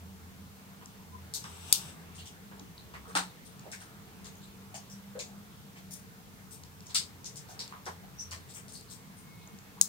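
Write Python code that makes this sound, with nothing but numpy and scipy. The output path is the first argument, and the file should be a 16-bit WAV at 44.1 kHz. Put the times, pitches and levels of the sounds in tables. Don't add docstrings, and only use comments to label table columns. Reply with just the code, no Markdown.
import sys
import numpy as np
from scipy import signal
from scipy.fft import rfft, irfft, next_fast_len
from scipy.io import wavfile

SR = 44100
rng = np.random.default_rng(int(sys.argv[2]) if len(sys.argv) > 2 else 0)


def makeup_ratio(level_db):
    decades = np.asarray(level_db, float) / 20
    return 10 ** decades


def master(y):
    cut = np.clip(np.atleast_2d(y).T, -1, 1)
    pcm = np.round(cut * 32767)
    wavfile.write(sys.argv[1], SR, pcm.astype(np.int16))


N = 435708
RIGHT_LAG = 10


def rms_one(x):
    return x / np.sqrt(np.mean(x ** 2) + 1e-20)


def in_time(rows):
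    s, *columns = np.transpose(rows)
    return [np.interp(np.arange(N) / SR, s, c) for c in columns]


def at_hz(points, hz):
    points_hz, values = np.transpose(points)
    return np.interp(np.log(hz), np.log(points_hz), values)


def drift(rate_hz, at=np.arange(N)):
    step = 40
    r = np.exp(-2 * step * np.pi * rate_hz / SR)
    noise = rng.standard_normal(N // step + 2002)
    slow = signal.lfilter([1], [1, -2 * r, r * r], noise)[2000:]
    return np.interp(at / step, np.arange(len(slow)), rms_one(slow))


def swell_db(t, start_s, end_s, rise_s, fall_s):
    before = np.maximum(start_s - t, 0)
    after = np.maximum(t - end_s, 0)
    return -20 * (before / rise_s + after / fall_s)


def resonance(x, hz, width_hz):
    r = np.exp(-np.pi * width_hz / SR)
    poles = [1, -2 * r * np.cos(2 * np.pi * hz / SR), r * r]
    return signal.lfilter((1 - r * r) / 2 * np.array([1, 0, -1]), poles, x)


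def modes(x, table):
    return sum(makeup_ratio(db) * resonance(x, hz, width_hz) for hz, width_hz, db in table)


def band(x, low_hz, high_hz, order=2):
    sos = signal.butter(order, [low_hz, min(high_hz, .45 * SR)], "band", fs=SR, output="sos")
    return signal.sosfilt(sos, x) * np.sqrt(SR / 2 / (high_hz - low_hz))


def add(out, start_s, sound):
    i = round(start_s * SR)
    out[:, i:i + sound.shape[1]] += sound[:, :N - i]


def contact_and_echoes(direct_db, room_db, contact_s, first_echo_s, build_s, alike=0, chatter=0.39):
    room_t60_s = 0.21
    t = np.arange(round(.3 * SR)) / SR
    burst = chatter * rng.standard_normal(len(t)) * makeup_ratio(-60 * t / contact_s)
    burst[0] = 2
    lumps = np.repeat(rng.standard_normal((2, len(t) // 60 + 1)), 60, axis=1)[:, :len(t)]
    shared = rng.standard_normal(len(t))
    own = rng.standard_normal((2, len(t)))
    alike = np.clip(alike, 0, 1)
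    echoes = (np.sqrt(alike) * shared + np.sqrt(1 - alike) * own) * makeup_ratio(1.5 * lumps)
    late = np.maximum(t - first_echo_s, 0)
    echoes = echoes * (1 - np.exp(-late / build_s)) * makeup_ratio(-60 * late / room_t60_s)
    return makeup_ratio(direct_db) * np.stack([burst, burst]), makeup_ratio(room_db) * echoes


def strike(*args, **options):
    return sum(contact_and_echoes(*args, **options))


def banded_noise(spectrum, edges, patchy_db):
    # pitch_hz, likeness (0 to 1)
    likeness = [(60, 0.34), (200, 0.56), (400, 0.56), (700, 0.79), (1300, 0.34), (3000, 0.075)]
    out, white = 0, rng.standard_normal((2, 2, N))
    for k, (low_hz, high_hz) in enumerate(zip(edges, edges[1:])):
        sos = signal.butter(2, [low_hz, high_hz], "band", fs=SR, output="sos")
        mid, side = signal.sosfilt(sos, white[k % 2])
        centre_hz = np.sqrt(low_hz * high_hz)
        alike = np.clip(at_hz(likeness, centre_hz), -1, 1)
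        gain = makeup_ratio(at_hz(spectrum, centre_hz) + patchy_db * drift(5.7))
        out = out + gain * (np.sqrt(1 + alike) * mid + np.sqrt(1 - alike) * side * [[1], [-1]])
    return rms_one(out)


def background():
    # time_s, level_db
    activity = [(0.0, -61), (1.13, -61), (1.7, -55.5), (2.72, -61), (3.16, -57), (3.44, -59), (6.55, -62),
                (7.6, -58.5), (8.03, -60.5), (9.74, -61), (9.88, -58.5)]
    # pitch_hz, density_db (per Hz)
    low_air = [(20, -27.5), (48, -6.5), (75, -7.5), (143, 0), (188, -1.5), (226, -4), (292, -32),
               (385, -22)]
    # pitch_hz, density_db (per Hz)
    bustle_air = [(292, -29), (385, -22.5), (452, -29), (597, -29), (926, -26), (1340, -29), (5000, -39.5),
                  (6500, -68)]
    bustle_db, = in_time(activity)
    mid, side = rng.standard_normal((2, N))
    air = mid + 0.2 * side * [[1], [-1]]
    rumble = makeup_ratio(-65) * rms_one(band(air, 84.0, 110.0))
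    hum = makeup_ratio(-61.5) * rms_one(band(air, 182.3, 202.4) + makeup_ratio(-5.5) * band(air, 159.0, 170.2))
    overtones = makeup_ratio(-69.5) * band(air, 427.7, 471.6) + makeup_ratio(-72.0) * band(air, 241, 300)
    low = makeup_ratio(-55.5) * banded_noise(low_air, 22 * 2 ** np.arange(0, 3.9, .4), patchy_db=2.5)
    bustle = banded_noise(bustle_air, 290 * 2 ** np.arange(0, 4.1, .33), patchy_db=2.0)
    return rumble + hum + overtones + low + makeup_ratio(bustle_db + 1.5) * bustle


def drones():
    # middle_s,
    # pitch_hz, level_db, length_s
    machines = [(.1, 84, -53.5, 0.24), (0.456, 84, -59, 0.23), (1.2, 85, -47, 0.086),
                (1.598, 85, -48, 0.13), (2.054, 86, -54, 0.35), (2.85, 66, -62, 0.57),
                (4.3, 100, -61, 0.66), (4.55, 66, -67, 0.55), (7.0, 86, -60.5, 0.72), (7.924, 87, -46, .04),
                (8.35, 86, -46, 0.05), (9.0, 104, -64.5, 0.66), (.6, 192, -57.5, 1.0),
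                (1.203, 197, -48.5, 0.065), (1.8, 168, -58, 0.67), (2.56, 195, -53.5, 0.14),
                (3.19, 182, -40, 0.03), (4.21, 197, -56, 0.82), (5.29, 198, -50.5, 0.47),
                (6.146, 190, -57, .6), (7.0, 196, -56.5, 0.052), (7.646, 198, -57.5, .1),
                (7.92, 172, -53.5, .06), (8.34, 178, -52, 0.047), (9.85, 193, -55, 0.055)]
    wobble_hz, steady = 6.8, 1.15
    out = np.zeros(N)
    for middle_s, hz, db, length_s in machines:
        start_s, end_s = middle_s - length_s / 2, middle_s + length_s / 2
        edge_s = 0.095 + 0.44 * length_s
        first = max(0, round((start_s - 2 * edge_s) * SR))
        last = min(N, round((end_s + 2 * edge_s) * SR))
        i = np.arange(first, last)
        waver = min(1, length_s / 0.25)
        a, b = waver * drift(wobble_hz, i), waver * drift(wobble_hz, i)
        phase = 2 * np.pi * hz * i / SR
        tone = (steady + a) * np.cos(phase) + b * np.sin(phase)
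        out[i] += makeup_ratio(db - 3.0 + swell_db(i / SR, start_s, end_s, edge_s, edge_s)) * tone
    return out


def knocks():
    # start_s, peak_db, ring_hz, body_db, hardness_db
    dull_knocks = [(0.813, -48.5, 1130, -7, 5.5), (1.443, -42, 1100, -3, 3), (2.513, -48, 1040, 0, -2),
                   (2.578, -45.5, 795, -14, -14), (2.94, -44.5, 1130, -0.5, 0),
                   (3.07, -44.5, 466, -15, -2.5), (3.152, -26.5, 1300, 1.0, 3),
                   (3.655, -53, 635, 0.5, -15.5), (3.723, -36.5, 1640, -15, 5), (3.809, -50.5, 1420, -1, 4),
                   (4.249, -50.5, 465, 0.5, 4.5), (4.742, -39, 721, -11.5, 11.5),
                   (5.152, -32, 500, -17.5, -3), (5.171, -38, 550, -16, -6), (5.182, -49, 675, -16, -6),
                   (5.196, -43, 490, -10, -6), (5.759, -52, 2330, -5, 10), (6.894, -52, 1060, -3, 7),
                   (6.946, -40.5, 1340, -2.5, 19), (7.49, -42.5, 716, -11, -7), (7.591, -44, 960, -8.5, 12),
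                   (7.724, -37, 1120, -13, 2.5), (7.864, -36, 1070, 0.2, -3.5), (8.029, -43, 774, -12, -2),
                   (8.316, -42, 1130, -6, 11), (8.56, -61, 480, 9, 9.5)]
    # start_s, peak_db, ring_hz
    hollow_thuds = [(2.599, -42, 269), (2.945, -41, 2100), (3.055, -44, 1240), (3.153, -21, 860),
                    (3.154, -34, 286), (3.726, -39.5, 2280), (8.32, -40.5, 1900), (8.322, -48, 604),
                    (9.771, -47, 1010), (5.197, -39, 2430), (7.864, -35, 730), (3.1, -43, 1300)]
    out = np.zeros((2, N))
    for start_s, db, hz, body_db, hard_db in list(dull_knocks) + [(*row, -24, 0) for row in hollow_thuds]:
        blow = strike(11.4, 0.0, contact_s=0.0062, first_echo_s=0.0018, build_s=0.005, alike=0.27)
        thud = makeup_ratio(-hard_db) * band(blow, 374, 840, order=3)
        rap = makeup_ratio(hard_db) * band(blow, 2020, 3360, order=3)
        broad = makeup_ratio(body_db) * (band(blow, 836, 1800, order=3) + makeup_ratio(-6.5) * (thud + rap))
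        ring = makeup_ratio(-4.5) * band(blow, hz * 0.878, hz * 1.128)
        add(out, start_s, makeup_ratio(db - 2.5) * (broad + ring))
    return out


def ticks(table, sharpness, gain_db):
    out = np.zeros((2, N))
    for start_s, db, hz, room_db in table:
        blow = strike(0.0, room_db - 5.0, contact_s=0.011, first_echo_s=0.0076, build_s=0.0045)
        ring = resonance(resonance(blow, hz, hz / sharpness), hz, hz / sharpness)
        add(out, start_s, makeup_ratio(db + gain_db) * ring)
    return out


def small_parts():
    # start_s, peak_db, ring_hz, room_db
    contacts = [(0.8586, -39, 6100, -22), (2.596, -41, 4700, -25), (3.5947, -42.5, 5200, -18),
                (4.2453, -47.5, 7300, -4.5), (5.9388, -34, 9100, -18), (6.6363, -40, 4900, -18),
                (6.806, -44.5, 5000, -18), (7.2449, -40.5, 5800, 2), (7.3577, -40.5, 5500, -4.5),
                (8.7228, -40, 7300, -8), (8.8105, -47, 7500, -15), (8.762, -43, 7700, -12),
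                (8.682, -46, 5000, -16), (7.678, -48, 6400, -12), (7.6098, -40, 5200, -14),
                (6.9643, -25, 5000, -22), (6.948, -29, 8000, -22), (9.5876, -48, 4500, -18)]
    # start_s, peak_db, ring_hz, room_db
    pings = [(2.597, -53, 3950, -20), (2.779, -42, 4000, -14), (4.417, -53, 3970, -5),
             (7.678, -43, 4300, -19), (9.475, -51, 6600, -21), (6.8678, -42, 6500, -18),
             (1.4405, -42, 5400, -16), (8.754, -43, 4500, -8), (8.69, -52, 4440, -13)]
    # start_s, peak_db, ring_hz, room_db
    more_pings = [(3.128, -56, 4200, -14), (4.268, -50, 3900, -10), (4.268, -52, 6900, -12),
                  (4.42, -54, 7400, -10), (4.355, -56, 6500, -10), (7.678, -50, 7400, -18),
                  (8.347, -46, 4200, -16), (8.317, -46, 4900, -12), (8.562, -48, 8300, -10),
                  (9.588, -53, 6900, -18), (8.81, -52, 4400, -14), (3.162, -43, 2600, -2),
                  (5.2, -50, 7000, 0), (3.153, -33, 4500, -12), (6.946, -40, 3600, -4),
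                  (4.9, -50, 6000, -12), (2.597, -50, 6300, -16)]
    return ticks(contacts, 1.3, gain_db=14) + ticks(pings, 5.0, gain_db=24) + ticks(more_pings, 5.5, gain_db=24)


def squeaks():
    # peak_s, pitch_hz, peak_db, rise_s, fall_s (per 20 dB)
    events = [
        (8.197, 5800, -51.5, .012, .075),
        (1.152, 1010, -63, .05, .055),
        (9.32, 2178, -77, .1, .33),
        (9.15, 2150, -89, .45, .5),
        (9.7, 2180, -86, .3, .4),
        (9.48, 2520, -89, .4, .6),
    ]
    widths = [600, 60, 16, 30, 30, 24]
    steadiness = [0, 0, 5.0, 2.0, 2.0, 1.5]
    out, t = np.zeros((2, N)), np.arange(N) / SR
    for (peak_s, hz, db, rise_s, fall_s), width_hz, steady in zip(events, widths, steadiness):
        smooth = signal.butter(4, width_hz / 2, fs=SR, output="sos")
        wobble = rms_one(signal.sosfilt(smooth, rng.standard_normal((2, 2, N))))
        phase = 2 * np.pi * hz * (t + np.array([[0], [RIGHT_LAG / SR]]))
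        tone = (steady + wobble[0]) * np.cos(phase) + wobble[1] * np.sin(phase)
        out += makeup_ratio(db + 16.0 + swell_db(t, peak_s, peak_s, rise_s, fall_s)) * rms_one(tone)
    return out


def steel(blow, hz, crack_db, bright_db, air_db):
    low = makeup_ratio(-bright_db) * band(blow, 3450, 5150, order=3)
    high = makeup_ratio(4.5) * band(blow, 5470, 9160, order=3)
    air = makeup_ratio(air_db + 11.5) * band(blow, 9600, 18500)
    ring = makeup_ratio(-5.0) * band(blow, hz * 0.866, hz * 1.096, order=3)
    return makeup_ratio(crack_db) * (low + high + air) + ring


def clanks():
    # start_s, peak_db, ring_hz, crack_db, brightness_db
    tool_clanks = [(1.3379, -23, 4370, -4, 10), (1.4394, -41, 3800, -5, 1), (2.15, -46, 6940, -4, -3),
                   (2.1834, -33, 3140, -13, 6), (2.257, -34.5, 3260, -8, 1), (2.937, -40, 2650, -13.5, -7),
                   (3.153, -19, 4100, -5.5, -1), (3.454, -39.5, 8750, -10, -1),
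                   (3.7163, -39.5, 6000, 3.5, 2), (3.8036, -36, 8900, -9, 0), (4.2448, -42.5, 6940, -6, -8),
                   (4.7436, -35, 6900, -3, 11.5), (5.1915, -29.5, 7040, -7, -6), (6.86, -40, 6200, -10, 3),
                   (6.896, -41, 7700, -11, -14), (6.9468, -19.5, 4730, -3.5, -8),
                   (7.243, -30, 6300, -25, -14), (7.3596, -37, 5730, -1, 20.5), (7.592, -23, 5000, -14, -2),
                   (7.856, -27, 5470, -13, -2.5), (8.31, -30.5, 4680, -5, 7), (8.682, -44.5, 8600, 0.1, 3)]
    # start_s, peak_db, ring_hz, crack_db
    second_rings = [(2.155, -38, 9000, -30), (2.191, -36, 4300, -30), (3.151, -20, 8900, -30),
                    (4.268, -48, 8850, -27), (6.945, -17.5, 7900, -8.5), (7.593, -24.5, 4300, -30),
                    (8.2, -40, 6900, -4), (3.283, -44, 4100, -30), (4.746, -34, 5000, -30),
                    (9.415, -45, 4020, -20), (5.904, -36, 14000, -30), (8.882, -43, 4400, -20),
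                    (1.338, -24.5, 12500, -30), (6.52, -36, 13000, -30)]
    out = np.zeros((2, N))
    for start_s, db, *colour in list(tool_clanks) + [(*row, 6) for row in second_rings]:
        blow = strike(5.4, 0.0, contact_s=0.017, first_echo_s=0.00087, build_s=0.0076, alike=0.1)
        add(out, start_s, makeup_ratio(db - 8.5) * steel(blow, *colour, air_db=-16))
    return out


def cylinder_rub():
    # time_s, level_db
    rub_level = [(1.36, -54), (1.4, -61), (1.51, -60), (1.6, -57.5), (1.67, -55), (1.72, -53), (1.8, -54),
                 (1.9, -55.5), (1.95, -65), (2.02, -73)]
    # pitch_hz, width_hz, level_db
    rub_modes = [(930, 150, 12), (1400, 314, 6), (2960, 900, 8), (3600, 400, 7), (5400, 2000, 6.5),
                 (7800, 380, 11.5), (8400, 2200, -1)]
    before, after = (rub_level[0][0] - .02, -90), (rub_level[-1][0] + .05, -90)
    db, = in_time([before] + list(rub_level) + [after])
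    rub = rms_one(modes(rng.standard_normal((2, N)), rub_modes))
    return makeup_ratio(db + 5.5 + 1.5 * drift(4.1)) * rub


def snap_blow(touches, room_db, chatter):
    blow, echoes = contact_and_echoes(0.0, room_db, contact_s=0.016, first_echo_s=.003, build_s=.004,
                                      chatter=chatter)
    blow[:, 0] = 0
    for k, (ms, touch_db) in enumerate(touches):
        blow[:, round((ms + .35) * SR / 1000)] += 2 * makeup_ratio(touch_db) * (-1) ** k
    wall = round(0.0098 * SR)
    blow[:, wall:] += makeup_ratio(-22) * blow[:, :-wall]
    return blow, echoes


def radiate(blow, ringing, low_hz, push_db):
    small = band(ringing, low_hz, 19000, order=4)
    jolt = np.abs(blow) * (np.arange(blow.shape[1]) < 50)
    return small + makeup_ratio(push_db) * band(jolt, 40, 1240, order=1)


def latch_snap(room_db):
    # after_ms, level_db
    touches = [(-0.29, -15), (0.0, -1.5), (0.32, -6), (0.85, -3.5), (1.48, -5), (2.82, -14), (4.76, -13)]
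    # pitch_hz, width_hz, level_db
    body = [(2440, 590, -7), (3540, 220, -9), (3850, 280, 0.5), (4700, 400, -3), (5250, 500, -1),
            (6150, 280, 2), (6740, 240, -4), (7420, 330, -3), (8750, 420, 7), (10790, 260, 1.5),
            (11760, 260, 1)]
    # pitch_hz, width_hz, level_db
    top = [(13000, 510, -8), (15550, 300, 1)]
    # pitch_hz, width_hz, level_db
    wall_ranges = [(3600, 1100, -2.5), (4700, 900, -3), (5700, 1200, -1), (7100, 1200, -4), (8800, 900, -3),
                   (11300, 1000, -1), (13500, 2500, -11), (15500, 1000, -12)]
    blow, echoes = snap_blow(touches, room_db, chatter=0.1)
    ringing = modes(blow, list(body) + list(top)) + makeup_ratio(-17) * blow + modes(echoes, wall_ranges)
    return radiate(blow, ringing, low_hz=3100, push_db=-32.0)


def hammer_snap(room_db):
    # after_ms, level_db
    touches = [(-0.14, -12), (0.0, 0.5), (0.48, -3.5), (1.7, -13.5), (2.52, -15)]
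    # pitch_hz, width_hz, level_db
    body = [(4400, 260, -7), (5300, 600, -17), (6010, 240, -5), (6550, 260, 7.5), (7500, 650, 9.5),
            (9060, 320, 2.5), (9480, 300, 5), (13370, 500, -16), (15800, 1800, -7)]
    # pitch_hz, width_hz, level_db
    wall_ranges = [(4300, 1000, -11), (5500, 1200, -5), (6600, 450, 6), (7500, 900, 1), (9250, 600, 3),
                   (13000, 1200, -3), (15000, 1500, -8)]
    # pitch_hz, width_hz, level_db
    quiet_range = (11000, 1900, -18)
    blow, echoes = snap_blow(touches, room_db, chatter=0.07)
    ringing = modes(blow, body) + makeup_ratio(-28) * blow + modes(echoes, wall_ranges)
    gap_hz, gap_width_hz, gap_db = quiet_range
    ringing = ringing + (makeup_ratio(gap_db) - 1) * resonance(ringing, gap_hz, gap_width_hz)
    return radiate(blow, ringing, low_hz=3900, push_db=-45)


def snaps():
    # start_s, peak_db, room_db
    events = [
        (1.7257, -2.5, -26.5),
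        (9.8127, -3.3, -32),
    ]
    right_leads = [-1, 3]
    out = np.zeros((2, N))
    for (start_s, db, room_db), part, lead in zip(events, [latch_snap, hammer_snap], right_leads):
        left, right = makeup_ratio(db + 8.5) * part(room_db)
        add(out, start_s, np.stack([left, np.roll(right, -lead)]))
    return out


def slides():
    # start_s, peak_db, ring_hz, rustle_db, brightness_db
    events = [(3.0796, -43, 8660, -8, 1), (4.8987, -37.5, 6100, -7.5, 10.5), (5.761, -45, 3430, -8, -4),
              (5.909, -27, 9260, -10, 6.5), (6.509, -35, 8500, -8.5, 4), (7.4876, -47.5, 6660, 2.5, 1),
              (8.488, -41, 7900, -8, -4), (8.539, -40, 8000, 0, 23), (8.728, -35, 8700, -12, 8),
              (8.735, -39, 4660, -20, 10.5), (8.9, -37.5, 8000, -4, 0.5), (9.1697, -38.5, 9200, -16, 6)]
    out = np.zeros((2, N))
    for start_s, db, *colour in events:
        blow = strike(-1.8, 0.0, contact_s=0.016, first_echo_s=0.00065, build_s=0.021, alike=0.33)
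        add(out, start_s, makeup_ratio(db - 3.5) * steel(blow, *colour, air_db=-11))
    return out


def scene():
    revolver = small_parts() + cylinder_rub() + snaps()
    workshop = background() + drones() + knocks() + squeaks() + clanks() + slides()
    left, right = revolver + workshop
    return np.stack([left, np.roll(right, RIGHT_LAG)])


def band_limit(x):
    return signal.sosfilt(signal.butter(12, 15920, fs=SR, output="sos"), x)


def record(dry):
    # pitch_hz, width_hz, boost_db
    left_port = [(9050, 3400, 5.5), (10440, 1750, -7), (13900, 1500, -3)]
    # pitch_hz, width_hz, boost_db
    right_port = [(8000, 1600, -29), (10100, 5700, -51), (14300, 2000, -17)]
    # pitch_hz, density_db (per Hz)
    hiss_colour = [(1000, 4), (3000, 1.5), (6000, 3), (10500, -0.5), (14000, 2), (15500, 2.5), (16500, -5)]
    ports = []
    for x, colour in zip(dry, [left_port, right_port]):
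        for hz, width_hz, db in colour:
            x = x + (makeup_ratio(db) - 1) * resonance(x, hz, width_hz)
        ports.append(x)
    size = next_fast_len(N)
    shape = makeup_ratio(at_hz(hiss_colour, np.arange(size // 2 + 1) * SR / size + 1))
    hiss = rms_one(irfft(rfft(rng.standard_normal((2, size))) * shape, size)[:, :N])
    mix = np.clip(ports, -.9, .9) + makeup_ratio(-59) * hiss
    top_cut = signal.cheby2(14, 60, 16650, fs=SR, output="sos")
    return band_limit(signal.sosfilt(top_cut, mix))


dry = scene()
out = record(dry)
master(out)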